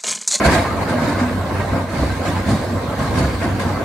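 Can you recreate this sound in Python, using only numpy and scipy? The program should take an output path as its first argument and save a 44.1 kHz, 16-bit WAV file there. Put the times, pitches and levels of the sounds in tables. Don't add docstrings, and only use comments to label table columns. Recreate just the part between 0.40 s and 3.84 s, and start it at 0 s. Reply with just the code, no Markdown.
import sys
import numpy as np
from scipy import signal
from scipy.fft import rfft, irfft, next_fast_len
from scipy.io import wavfile
from scipy.ndimage import uniform_filter1d, map_coordinates

SR = 44100
rng = np.random.default_rng(int(sys.argv[2]) if len(sys.argv) > 2 else 0)


def waveform_to_disk(signal):
    frames = np.transpose(np.atleast_2d(signal))
    scaled = np.clip(frames, -1, 1) * 32767
    samples = np.round(scaled).astype(np.int16)
    wavfile.write(sys.argv[1], SR, samples)


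N = 151704


def amp(db):
    return 10 ** (np.asarray(db) / 20)


def unit_rms(x):
    return x / np.sqrt(np.mean(x ** 2) + 1e-20)


def curve_at(points, hz):
    freqs, values = np.transpose(points)
    return np.interp(np.log(hz + 1), np.log(freqs + 1), values)


def automation(points):
    times, values = np.transpose(points)
    return np.interp(np.arange(N) / SR, times, values)


def wobble(rate):
    knots = rng.standard_normal(int(N * rate / SR) + 4)
    return map_coordinates(knots, [np.arange(N) * rate / SR])


def eq(x, response):
    size = next_fast_len(N + SR // 2)
    return irfft(rfft(x, size) * response(np.fft.rfftfreq(size, 1 / SR)), size)[..., :N]


def patchy(x, depth_db=2.5):
    spectra = signal.stft(x, nperseg=512)[2]
    patches = uniform_filter1d(rng.standard_normal(spectra.shape[1:]), size=5, axis=0)
    patches = uniform_filter1d(patches, size=8, axis=1)
    return signal.istft(spectra * amp(depth_db * unit_rms(patches)), nperseg=512)[1][:, :N]


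# (centre [Hz], width [Hz], boost [dB])
PLATE_MODES = [(244, 11, -3), (522, 235, 8), (1047, 87, 8.5), (1594, 107, 7), (2156, 220, 3),
               (4235, 1400, 8)]
# (frequency [Hz], left-right correlation [0..1])
STEREO_IMAGE = [(60, 0.86), (290, 1), (640, 0.76), (1410, 0.63), (3100, 0.054), (15000, 0.28)]


def through_steel(pair, tone):
    def response(hz):
        low_cut_tone = [(tone[0][0] * .7, -90)] + list(tone)
        boost_db = sum(db / (1 + (2 * (hz - centre) / width) ** 2) for centre, width, db in PLATE_MODES)
        width_angle = np.arccos(np.clip(curve_at(STEREO_IMAGE, hz), -1, 1)) / 2
        return amp(curve_at(low_cut_tone, hz) + boost_db) * [np.cos(width_angle), np.sin(width_angle)]
    mid, side = eq(pair, response)
    return unit_rms(np.array([mid + side, mid - side]))


# (time [s], level [dB])
DRONE_FADER = [(0, -33), (1.1, -31), (1.45, -29), (2.0, -28.5), (2.25, -33), (2.8, -34), (3.05, -29.5),
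               (3.44, -31)]
# (frequency [Hz], level [dB])
ROAR_TONE = [(40, -7.5), (60, -3), (96, -1), (150, -7.5), (260, -2), (400, -16), (600, -15.5),
             (1050, -19.5), (2000, -24.5), (3000, -30.5), (4300, -35.5), (8000, -36), (15600, -45.5)]


def engine(firing_hz=94.3, waver_db=2.2, roar_db=-23.5, throb_depth=0.092):
    t = np.arange(N) / SR
    phase = 2 * np.pi * np.cumsum(firing_hz + 1.42 * wobble(8.03)) / SR
    drone = np.sqrt(2) * amp(automation(DRONE_FADER) + waver_db * wobble(13)) * np.sin(phase)
    roar = through_steel(patchy(rng.standard_normal((2, N))), ROAR_TONE)
    throb = 1 + throb_depth * np.cos(phase)
    dip_db = -5.5 * np.exp(-((t - 1.49) / 0.051) ** 2)
    return amp(dip_db) * (drone + amp(roar_db) * roar * throb)


def stone_grains(per_s, spread_db, smear_t60_s=0.022):
    triggers = rng.random((2, N)) < per_s / SR
    hits = triggers * rng.standard_normal((2, N)) * amp(spread_db * wobble(60))
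    t = np.arange(SR // 20) / SR
    scatter = rfft(rng.standard_normal(len(t)) * amp(-60 * t / smear_t60_s))
    smear = irfft(scatter / np.abs(scatter), len(t))
    return signal.fftconvolve(hits, smear[None], axes=1)[:, :N]


# (time [s], level [dB])
RATTLE_FADER = [(0, -20), (.3, -26), (.65, -25), (.95, -29), (1.35, -27.5), (1.48, -32.5), (1.7, -33.5),
                (2.22, -33), (2.8, -25.5), (2.95, -33.5), (3.44, -26.5)]
# (frequency [Hz], level [dB])
STONE_TONE = [(100, 11.5), (240, 0.5), (420, -5.5), (620, 0), (1200, -7), (2100, -14.5), (2900, -33.5),
              (8000, -51), (15600, -64)]


def rattle():
    stream = through_steel(stone_grains(per_s=1200, spread_db=1.6), STONE_TONE) + clinks()
    return amp(automation(RATTLE_FADER) + 0.4 * wobble(12)) * stream


def clinks(per_s=240, centre_hz=1900, t60_s=.09, mix_db=-4):
    count, t = int(per_s * N / SR), np.arange(SR // 20) / SR
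    start, pan = rng.random((2, count, 1))
    pitch, strength = rng.standard_normal((2, count, 1))
    hz = centre_hz * 2 ** np.clip(.9 * pitch, -1.5, 3)
    level_db = 2.14 * strength + curve_at(STONE_TONE, hz) + 1.9 * pitch
    attack = 1 - np.exp(-t / 0.0077)
    rings = amp(level_db - 60 * t / t60_s) * np.sin(2 * np.pi * hz * t) * attack
    samples = (start * N).astype(int) + np.arange(len(t))
    pan_gains = np.cos(pan * np.pi / 2), np.sin(pan * np.pi / 2)
    stereo = [np.bincount(samples.ravel(), (gain * rings).ravel())[:N] for gain in pan_gains]
    return amp(mix_db) * unit_rms(np.array(stereo))


# (time [s], level [dB], pitch [Hz])
CLANK_CUES = [(0.539, -15.5, 244.7), (.812, -11.5, 247.7), (1.205, -23, 1870), (1.69, -32, 4030),
              (1.697, -21.5, 1566), (1.885, -29, 3513), (2.09, -34, 4290), (3.197, -23, 1640),
              (3.361, -22, 1307)]


def clanks(t60_at_1khz_s=0.18, attack_s=0.0055):
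    track, t = np.zeros(N + SR), np.arange(SR // 4) / SR
    attack = 1 - np.exp(-t / attack_s)
    for start, db, hz in CLANK_CUES:
        t60 = t60_at_1khz_s / (hz / 1000) ** 0.57
        ring = amp(db - 60 * t / t60) * np.sin(2 * np.pi * hz * t)
        track[round(start * SR):][:len(t)] += ring * attack
    return track[:N]


def quarry_echo(x, t60_s=0.96, predelay_samples=600):
    t = np.arange(SR // 2) / SR
    mid, side = rng.standard_normal((2, len(t))) * amp(-60 * t / t60_s)
    tail = np.array([mid + 0.37 * side, mid - 0.26 * side])
    delayed = np.pad(x, (predelay_samples, 0))
    return signal.fftconvolve(delayed[None], tail / np.linalg.norm(tail[0]), axes=1)[:, :N]


# (time [s], ring level [dB], ring pitch [Hz], boom level [dB])
BOULDER_CUES = [(0.051, -5, 156, -12), (0.069, -6, 202, -6.5), (0.175, -13.5, 237, -12),
                (0.503, -12, 225, -27), (0.618, -6.5, 251, -12), (0.678, -10, 284, -37),
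                (1.32, -12, 266, -21), (1.357, -11.5, 262, -27), (1.584, -9, 139, -11),
                (1.612, -11, 265, -10), (1.878, -9.5, 280, -26), (2.079, -4, 212, -18),
                (2.097, -18, 122, -24), (2.127, -14.5, 224, -15), (2.587, -11.5, 232, -27),
                (2.606, -15, 130, -14), (2.771, -7.5, 180, -19), (2.802, -9.5, 265, -12),
                (2.835, -11.5, 147, -8), (3.041, -9, 276, -16), (3.248, -9, 238.5, -11)]
# (frequency [Hz], level [dB])
RUMBLE_TONE = [(90, 7.5), (300, 3), (420, -12.5), (700, -7), (1300, -21), (2000, -72)]


def boulders(ring_t60_s=0.098, boom_hz=75, boom_t60_s=0.15, rumble_db=-8, rumble_t60_s=0.35,
             attack_s=0.0055, echo_db=-7.5):
    thuds, roll_power = np.zeros((2, N + SR))
    t = np.arange(SR // 2) / SR
    attack = 1 - np.exp(-t / attack_s)
    detunes = 1 + 0.12 * rng.standard_normal(len(BOULDER_CUES))
    for (start, ring_db, ring_hz, boom_db), detune in zip(BOULDER_CUES, detunes):
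        ring = amp(ring_db - 60 * t / ring_t60_s) * np.sin(2 * np.pi * ring_hz * t)
        boom = amp(boom_db - 60 * t / boom_t60_s) * np.sin(2 * np.pi * boom_hz * detune * t)
        roll = amp(ring_db + rumble_db - 60 * t / rumble_t60_s)
        thuds[round(start * SR):][:len(t)] += (ring + boom) * attack
        roll_power[round(start * SR):][:len(t)] += (roll * attack) ** 2
    rumble = np.sqrt(roll_power[:N]) * through_steel(rng.standard_normal((2, N)), RUMBLE_TONE)
    return thuds[:N] + amp(echo_db) * quarry_echo(thuds[:N]) + rumble


# (peak time [s], rise [s], fall [s], body level [dB], grit level [dB])
CRUNCH_CUES = [(.02, 0.094, 0.15, -19, -33.5), (0.063, 0.021, 0.032, -15.5, -22.5),
               (0.149, 0.052, 0.072, -16, -25), (.43, 0.028, 0.027, -23.5, -38.5),
               (.51, 0.036, 0.041, -23, -35.5), (.69, 0.12, 0.081, -25.5, -35.5),
               (.8, 0.027, 0.066, -25, -36.5), (1.21, 0.071, 0.021, -27.5, -43.5),
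               (1.37, 0.05, 0.044, -30.5, -43), (1.599, 0.11, 0.24, -28, -37.5),
               (1.87, 0.036, 0.081, -25.5, -35), (1.99, 0.046, 0.042, -25.5, -41),
               (2.1, 0.036, 0.12, -28.5, -32.5), (2.61, 0.035, 0.14, -32, -37),
               (2.79, 0.05, 0.12, -24.5, -31), (3.04, 0.03, 0.047, -22.5, -37),
               (3.198, 0.0036, 0.033, -24, -32), (3.29, 0.085, 0.046, -30.5, -41)]
# (frequency [Hz], level [dB])
BODY_TONE = [(150, 1.5), (330, 0), (430, -18.5), (600, -8.5), (1570, -10.5), (2300, -12), (3100, -25),
             (4000, -70)]
# (frequency [Hz], level [dB])
GRIT_TONE = [(2200, -6.5), (3000, -1), (4500, -2.5), (9000, -3), (15600, -23)]


def jaw_crunches(cracks_per_s=2500, spread_db=1.2):
    t = np.arange(N) / SR
    body_gain, grit_gain = np.zeros((2, N))
    for peak, rise, fall, body_db, grit_db in CRUNCH_CUES:
        swell = np.exp(-((t - peak) / rise) ** 2)
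        decay = np.exp(-np.abs(t - peak) / fall)
        envelope = np.where(t < peak, swell, decay)
        body_gain = np.hypot(body_gain, amp(body_db) * envelope)
        grit_gain = np.hypot(grit_gain, amp(grit_db) * envelope)
    body = through_steel(stone_grains(cracks_per_s, spread_db), BODY_TONE) + clinks()
    grit = through_steel(patchy(stone_grains(3 * cracks_per_s, spread_db)), GRIT_TONE)
    return body_gain * body + grit_gain * grit


def scene():
    return (engine() + rattle() + jaw_crunches() + boulders() + clanks()) * amp([[-0.5], [0.5]])


def record(dry, low_cut_hz=50, ceiling=1.3, high_cut_hz=15700):
    tight = eq(dry, lambda hz: 1 / np.sqrt(1 + (low_cut_hz / (hz + 1)) ** 8))
    rounded = tight / (1 + np.abs(tight / ceiling) ** 4) ** .25
    return eq(rounded, lambda hz: hz < high_cut_hz)


dry = scene()
out = record(dry)
waveform_to_disk(out)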